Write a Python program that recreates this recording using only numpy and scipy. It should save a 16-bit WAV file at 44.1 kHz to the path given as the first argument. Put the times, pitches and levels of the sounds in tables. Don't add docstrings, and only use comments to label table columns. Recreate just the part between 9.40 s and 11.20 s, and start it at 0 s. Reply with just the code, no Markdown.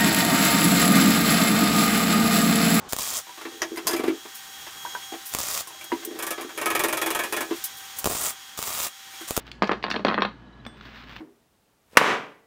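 import sys
import numpy as np
from scipy import signal
from scipy.fft import rfft, irfft, next_fast_len
from scipy.io import wavfile
from scipy.ndimage import map_coordinates

SR = 44100
rng = np.random.default_rng(int(sys.argv[2]) if len(sys.argv) > 2 else 0)


def log_audio(samples):
    frames = np.atleast_2d(samples).T
    limited = np.clip(frames, -1, 1)
    pcm = np.round(limited * 32767).astype(np.int16)
    wavfile.write(sys.argv[1], SR, pcm)


N = 79380
LENGTH = 16384
LEVEL_SPAN = 176
RING_ATTACK_S = 0.0007


def amp(db):
    return 10 ** (np.asarray(db) / 20)


def unit(x):
    return x / np.sqrt(np.mean(x ** 2) + 1e-20)


def along(points, hz):
    f, v = np.transpose(points)
    return np.interp(np.log(hz + 1), np.log(f + 1), v)


def fade(t, t60):
    return 1000.0 ** (-t / np.maximum(t60, 1e-4))


def filtered(x, response):
    m = next_fast_len(N + SR // 2)
    return irfft(rfft(x, m) * response(np.fft.rfftfreq(m, 1 / SR)), m)[:N]


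def add(track, s, sound):
    i = max(0, round(s * SR))
    track[i:i + len(sound)] += sound[:N - i]


def pulse(colour):
    log_gain = np.log(amp(along(colour, np.fft.rfftfreq(LENGTH, 1 / SR))))
    cepstrum = irfft(log_gain)
    cepstrum[1:LENGTH // 2] *= 2
    cepstrum[LENGTH // 2 + 1:] = 0
    return np.exp(rfft(cepstrum))


def strike(spectrum, scatter_db, t60, rise_s):
    t = np.arange(LENGTH) / SR
    force = rng.standard_normal(LENGTH) * fade(t, t60)
    force *= amp(scatter_db) / np.linalg.norm(force)
    force[0] += 1
    hit = irfft(rfft(force) * spectrum) * (1 - np.exp(-t / rise_s))
    return hit / np.sqrt(np.mean(hit[:LEVEL_SPAN] ** 2))


def ring(modes, gains, spread_db, pitch=1):
    t = np.arange(LENGTH) / SR
    hz, db, t60 = np.transpose(modes)
    size = gains * amp(db + spread_db * rng.standard_normal(len(hz)))
    rise = 1 - np.exp(-(t / RING_ATTACK_S) ** 2)
    waves = np.sin(2 * np.pi * pitch * hz[:, None] * t) * fade(t, t60[:, None])
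    return rise * (size @ waves)


ROOM_DB, ROOM_BUILDUP_S = -9, 0.0033
# (f/Hz, t60/s)
ROOM_DECAY = [(150, .26), (600, 0.21), (1400, .24), (3500, 0.21), (7000, 0.35), (14000, .16)]


def in_room(sound):
    hz, t, z = signal.stft(rng.standard_normal(LENGTH), SR, nperseg=256)
    tail = signal.istft(z * fade(t, along(ROOM_DECAY, hz)[:, None]), SR, nperseg=256)[1]
    tail *= 1 - np.exp(-(np.arange(len(tail)) / SR / ROOM_BUILDUP_S) ** 2)
    tail /= np.linalg.norm(tail)
    return sound + amp(ROOM_DB) * signal.fftconvolve(sound, tail)[:LENGTH]


BASS_CUT_HZ = 114
# (t/s, thud level/dB, knock level/dB, click level/dB)
DICE_CONTACTS = [(0.2214, -16, -15.5, -31), (0.2257, -42, -25.5, -34), (0.2338, -23, -20, -35.5),
                 (0.2436, -39, -38, -50), (0.2936, -18.5, -17.5, -39), (0.314, -22, -21, -38),
                 (0.3164, -26, -29, -30.5), (0.324, -34, -22.5, -50), (0.3314, -27.5, -29, -33.5),
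                 (0.4398, -27.5, -22.5, -27.5), (0.4491, -44, -30.5, -36), (.4652, -35, -32.5, -35),
                 (0.482, -32.5, -29.5, -43), (0.5028, -36, -27, -39.5), (0.5134, -31.5, -29, -21),
                 (.542, -27, -25, -35), (0.5548, -31, -29.5, -56), (.561, -25.5, -28.5, -30),
                 (.5642, -29, -27.5, -32.5), (0.594, -28.5, -33, -40.5), (0.604, -32, -40, -53),
                 (0.6487, -13.5, -17.5, -26), (0.6581, -25, -29, -43), (.6655, -31.5, -47, -36.5),
                 (0.6689, -29.5, -20.5, -32), (0.6834, -23.5, -21.5, -25), (0.688, -54, -23.5, -30),
                 (0.694, -44, -29, -40.5), (0.7002, -26, -24.5, -36), (0.7124, -27, -22.5, -45),
                 (0.7227, -31, -25, -43), (0.731, -32, -29.5, -37.5), (0.7426, -30, -23.5, -26),
                 (0.75, -35, -37.5, -41), (0.773, -34, -39, -56), (0.7787, -21, -19, -46.5),
                 (.7853, -26.5, -21.5, -55), (0.7953, -24.5, -37, -60), (0.806, -32.5, -39.5, -32),
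                 (0.8207, -28, -15, -21.5), (0.8239, -28.5, -42, -45), (0.8315, -36, -31, -35),
                 (0.8375, -43, -53, -38), (0.8493, -28, -21, -55), (0.8512, -29.5, -47, -28.5),
                 (0.859, -56.5, -37.5, -55)]


def dice():
    out = np.zeros(N)
    for s, thud_db, knock_db, click_db in DICE_CONTACTS:
        hit = amp(thud_db) * thud() + amp(knock_db) * knock() + amp(click_db) * click()
        ringing = die_ring(click_db) + board_ring(thud_db, knock_db)
        add(out, s, in_room(hit) + ringing)
    bass_cut = signal.butter(2, BASS_CUT_HZ, "highpass", fs=SR, output="sos")
    return signal.sosfilt(bass_cut, out)


# (f/Hz, relative level/dB)
THUD_COLOUR = [(60, -29), (130, -31), (190, 3), (300, -1), (500, -1.5), (800, -14.5), (1500, -36.5),
               (4000, -85)]


def thud():
    return strike(pulse(THUD_COLOUR), scatter_db=-3.5, t60=0.036, rise_s=0.00035)


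# (f/Hz, relative level/dB)
KNOCK_COLOUR = [(150, -35), (450, -9.5), (750, -3), (1150, 1), (1600, -3.5), (2100, -7.5), (3000, -19),
                (7000, -60.5)]


def knock():
    return strike(pulse(KNOCK_COLOUR), scatter_db=-5, t60=0.019, rise_s=0.00046)


# (f/Hz, relative level/dB)
CLICK_COLOUR = [(700, -34.5), (1800, 8.5), (2800, 5), (4200, 3.5), (5200, -16.5), (6500, -29), (8500, -41),
                (11000, -60.5), (15000, -57.5)]


def click():
    return strike(pulse(CLICK_COLOUR), scatter_db=2, t60=0.01, rise_s=0.00086)


THUD_TOP_HZ = 650
# (f/Hz, relative level/dB, t60/s)
BOARD_MODES = [(205.5, -5.5, 0.18), (348.3, -13, .1), (560, -17, 0.1), (804, -12.5, 0.066),
               (1072, -11, .14), (1229, -20, 0.16), (1295, -21, 0.068), (1558, -26.5, 0.23),
               (1700, -21, 0.28), (1822, -17.5, 0.1), (2094, -29.5, 0.23), (2570, -24.5, .2),
               (3220, -23, 0.13)]


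def board_ring(thud_db, knock_db):
    low = np.transpose(BOARD_MODES)[0] < THUD_TOP_HZ
    return ring(BOARD_MODES, amp(np.where(low, thud_db, knock_db)), spread_db=3)


DIE_SIZE_SPREAD = 0.034
# (f/Hz, relative level/dB, t60/s)
DIE_MODES = [(2620, -13, 0.065), (3400, -10, 0.03), (4190, -11.5, 0.031), (5540, -26, 0.044)]


def die_ring(click_db):
    pitch = np.exp(DIE_SIZE_SPREAD * rng.standard_normal())
    return ring(DIE_MODES, amp(click_db), spread_db=6, pitch=pitch)


TICK_PIVOT_HZ = 4000
# (t/s, level/dB, brightness/dB per octave)
CHARM_TICKS = [(.067, -47, 0.5), (.1155, -35, 1), (.2225, -36, 0.5), (.2255, -30, -2), (.2415, -31, -1),
               (.252, -45, -4), (.2735, -38, 2), (.278, -41, 0), (.3172, -31.5, -0.5), (.4268, -33, -9.5),
               (.434, -40.5, -1), (.5005, -37.5, 2), (.5033, -33.5, 5.5), (0.5106, -31, 2.5),
               (.522, -35, 2.5), (.6488, -28, 1), (0.6814, -36, -7.5), (1.251, -41, -9),
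               (1.2645, -49, 10.5), (1.41, -40, -9)]
# (f/Hz, relative level/dB)
TICK_COLOUR = [(300, -26), (1200, -7), (2800, 4), (4600, 2), (5600, -5), (6600, -13), (9000, -29.5),
               (13000, -34), (16000, -33.5)]


def charm_ticks():
    out = np.zeros(N)
    for s, db, brightness in CHARM_TICKS:
        colour = [(hz, level + brightness * np.log2(hz / TICK_PIVOT_HZ)) for hz, level in TICK_COLOUR]
        tick = strike(pulse(colour), scatter_db=2.5, t60=0.012, rise_s=0.00097)
        add(out, s, in_room(amp(db) * tick))
    return out


PING_S, PING_KNOCK_DB, PING_THUD_DB = 1.2645, -35, -47
# (f/Hz, level/dB, t60/s)
PING_MODES = [(228, -32, .09), (1040, -48, .06), (2150, -42, .04), (3483, -38, .09), (3455, -55, .7),
              (4064, -54, .06), (5744, -59, .11), (8441, -55, .3)]


def metal_charm():
    out = np.zeros(N)
    hit = amp(PING_KNOCK_DB) * knock() + amp(PING_THUD_DB) * thud()
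    add(out, PING_S, in_room(hit) + ring(PING_MODES, 1, spread_db=2.5))
    return out


GRAINS_PER_S, HISS_DB = 830, 2.5
CLUMP_DB, CLUMPS_PER_S = 4.5, 90
# (t/s, level/dB)
RUSTLE_LEVEL = [(0, -47), (.04, -61.5), (.085, -47), (.12, -67), (.3, -72), (1.25, -71), (1.39, -55),
                (1.43, -51.5), (1.465, -45.5), (1.52, -49.5), (1.575, -43.5), (1.67, -52.5), (1.725, -45.5),
                (1.8, -48)]
# (f/Hz, relative level/dB)
RUSTLE_TONE = [(300, -9), (700, -9), (1200, 0.5), (2200, -2), (3600, -4.5), (5200, -15), (7000, -28.5),
               (10500, -44.5), (13000, -30.5), (15500, -31)]


def handling():
    t = np.arange(N) / SR
    grains = rng.standard_normal(N) * (rng.random(N) < GRAINS_PER_S / SR)
    swell = map_coordinates(rng.standard_normal(LENGTH), [t * CLUMPS_PER_S])
    clumped = amp(CLUMP_DB * swell) * unit(grains)
    hiss = amp(HISS_DB) * rng.standard_normal(N)
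    rub = filtered(clumped + hiss, lambda hz: amp(along(RUSTLE_TONE, hz)))
    return unit(rub) * amp(np.interp(t, *np.transpose(RUSTLE_LEVEL)))


CHIRP_HZ, CHIRP_WIDTH_S = 3920, 0.0064
# (t/s at the peak, peak level/dB)
CHIRP_TIMES = [(1.078, -61), (1.137, -57), (1.203, -56)]


def chirps():
    t = np.arange(N) / SR
    envelope = sum(amp(db) * np.exp(-((t - s) / CHIRP_WIDTH_S) ** 2) for s, db in CHIRP_TIMES)
    return np.sin(2 * np.pi * CHIRP_HZ * t) * envelope


AIR_DB = -50
# (f/Hz, relative level/dB)
AIR_COLOUR = [(20, -23), (40, -15), (58, -0.5), (80, -14), (125, 1), (170, -3), (240, 2.5), (350, -7),
              (520, -13.5), (800, -12), (1200, -14), (1800, -17.5), (2300, -24), (3400, -24.5),
              (5000, -34.5), (6500, -40.5), (9000, -50.5), (15500, -61)]
# (f/Hz, rms level/dB)
HUM_TONES = [(58, -54), (120, -57.5), (1683, -64.5), (2990, -72)]


def room_tone():
    t = np.arange(N) / SR
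    air = unit(filtered(rng.standard_normal(N), lambda hz: amp(along(AIR_COLOUR, hz))))
    out = amp(AIR_DB) * air
    for hz, db in HUM_TONES:
        out += amp(db) * np.sqrt(2) * np.sin(2 * np.pi * (hz * t + rng.random()))
    return out


def scene():
    return (dice() + charm_ticks() + metal_charm() + handling() + chirps() + room_tone())[None]


TOP_HZ = 15750


def record(dry):
    return np.array([filtered(x, lambda hz: hz < TOP_HZ) for x in dry])


dry = scene()
out = record(dry)
log_audio(out)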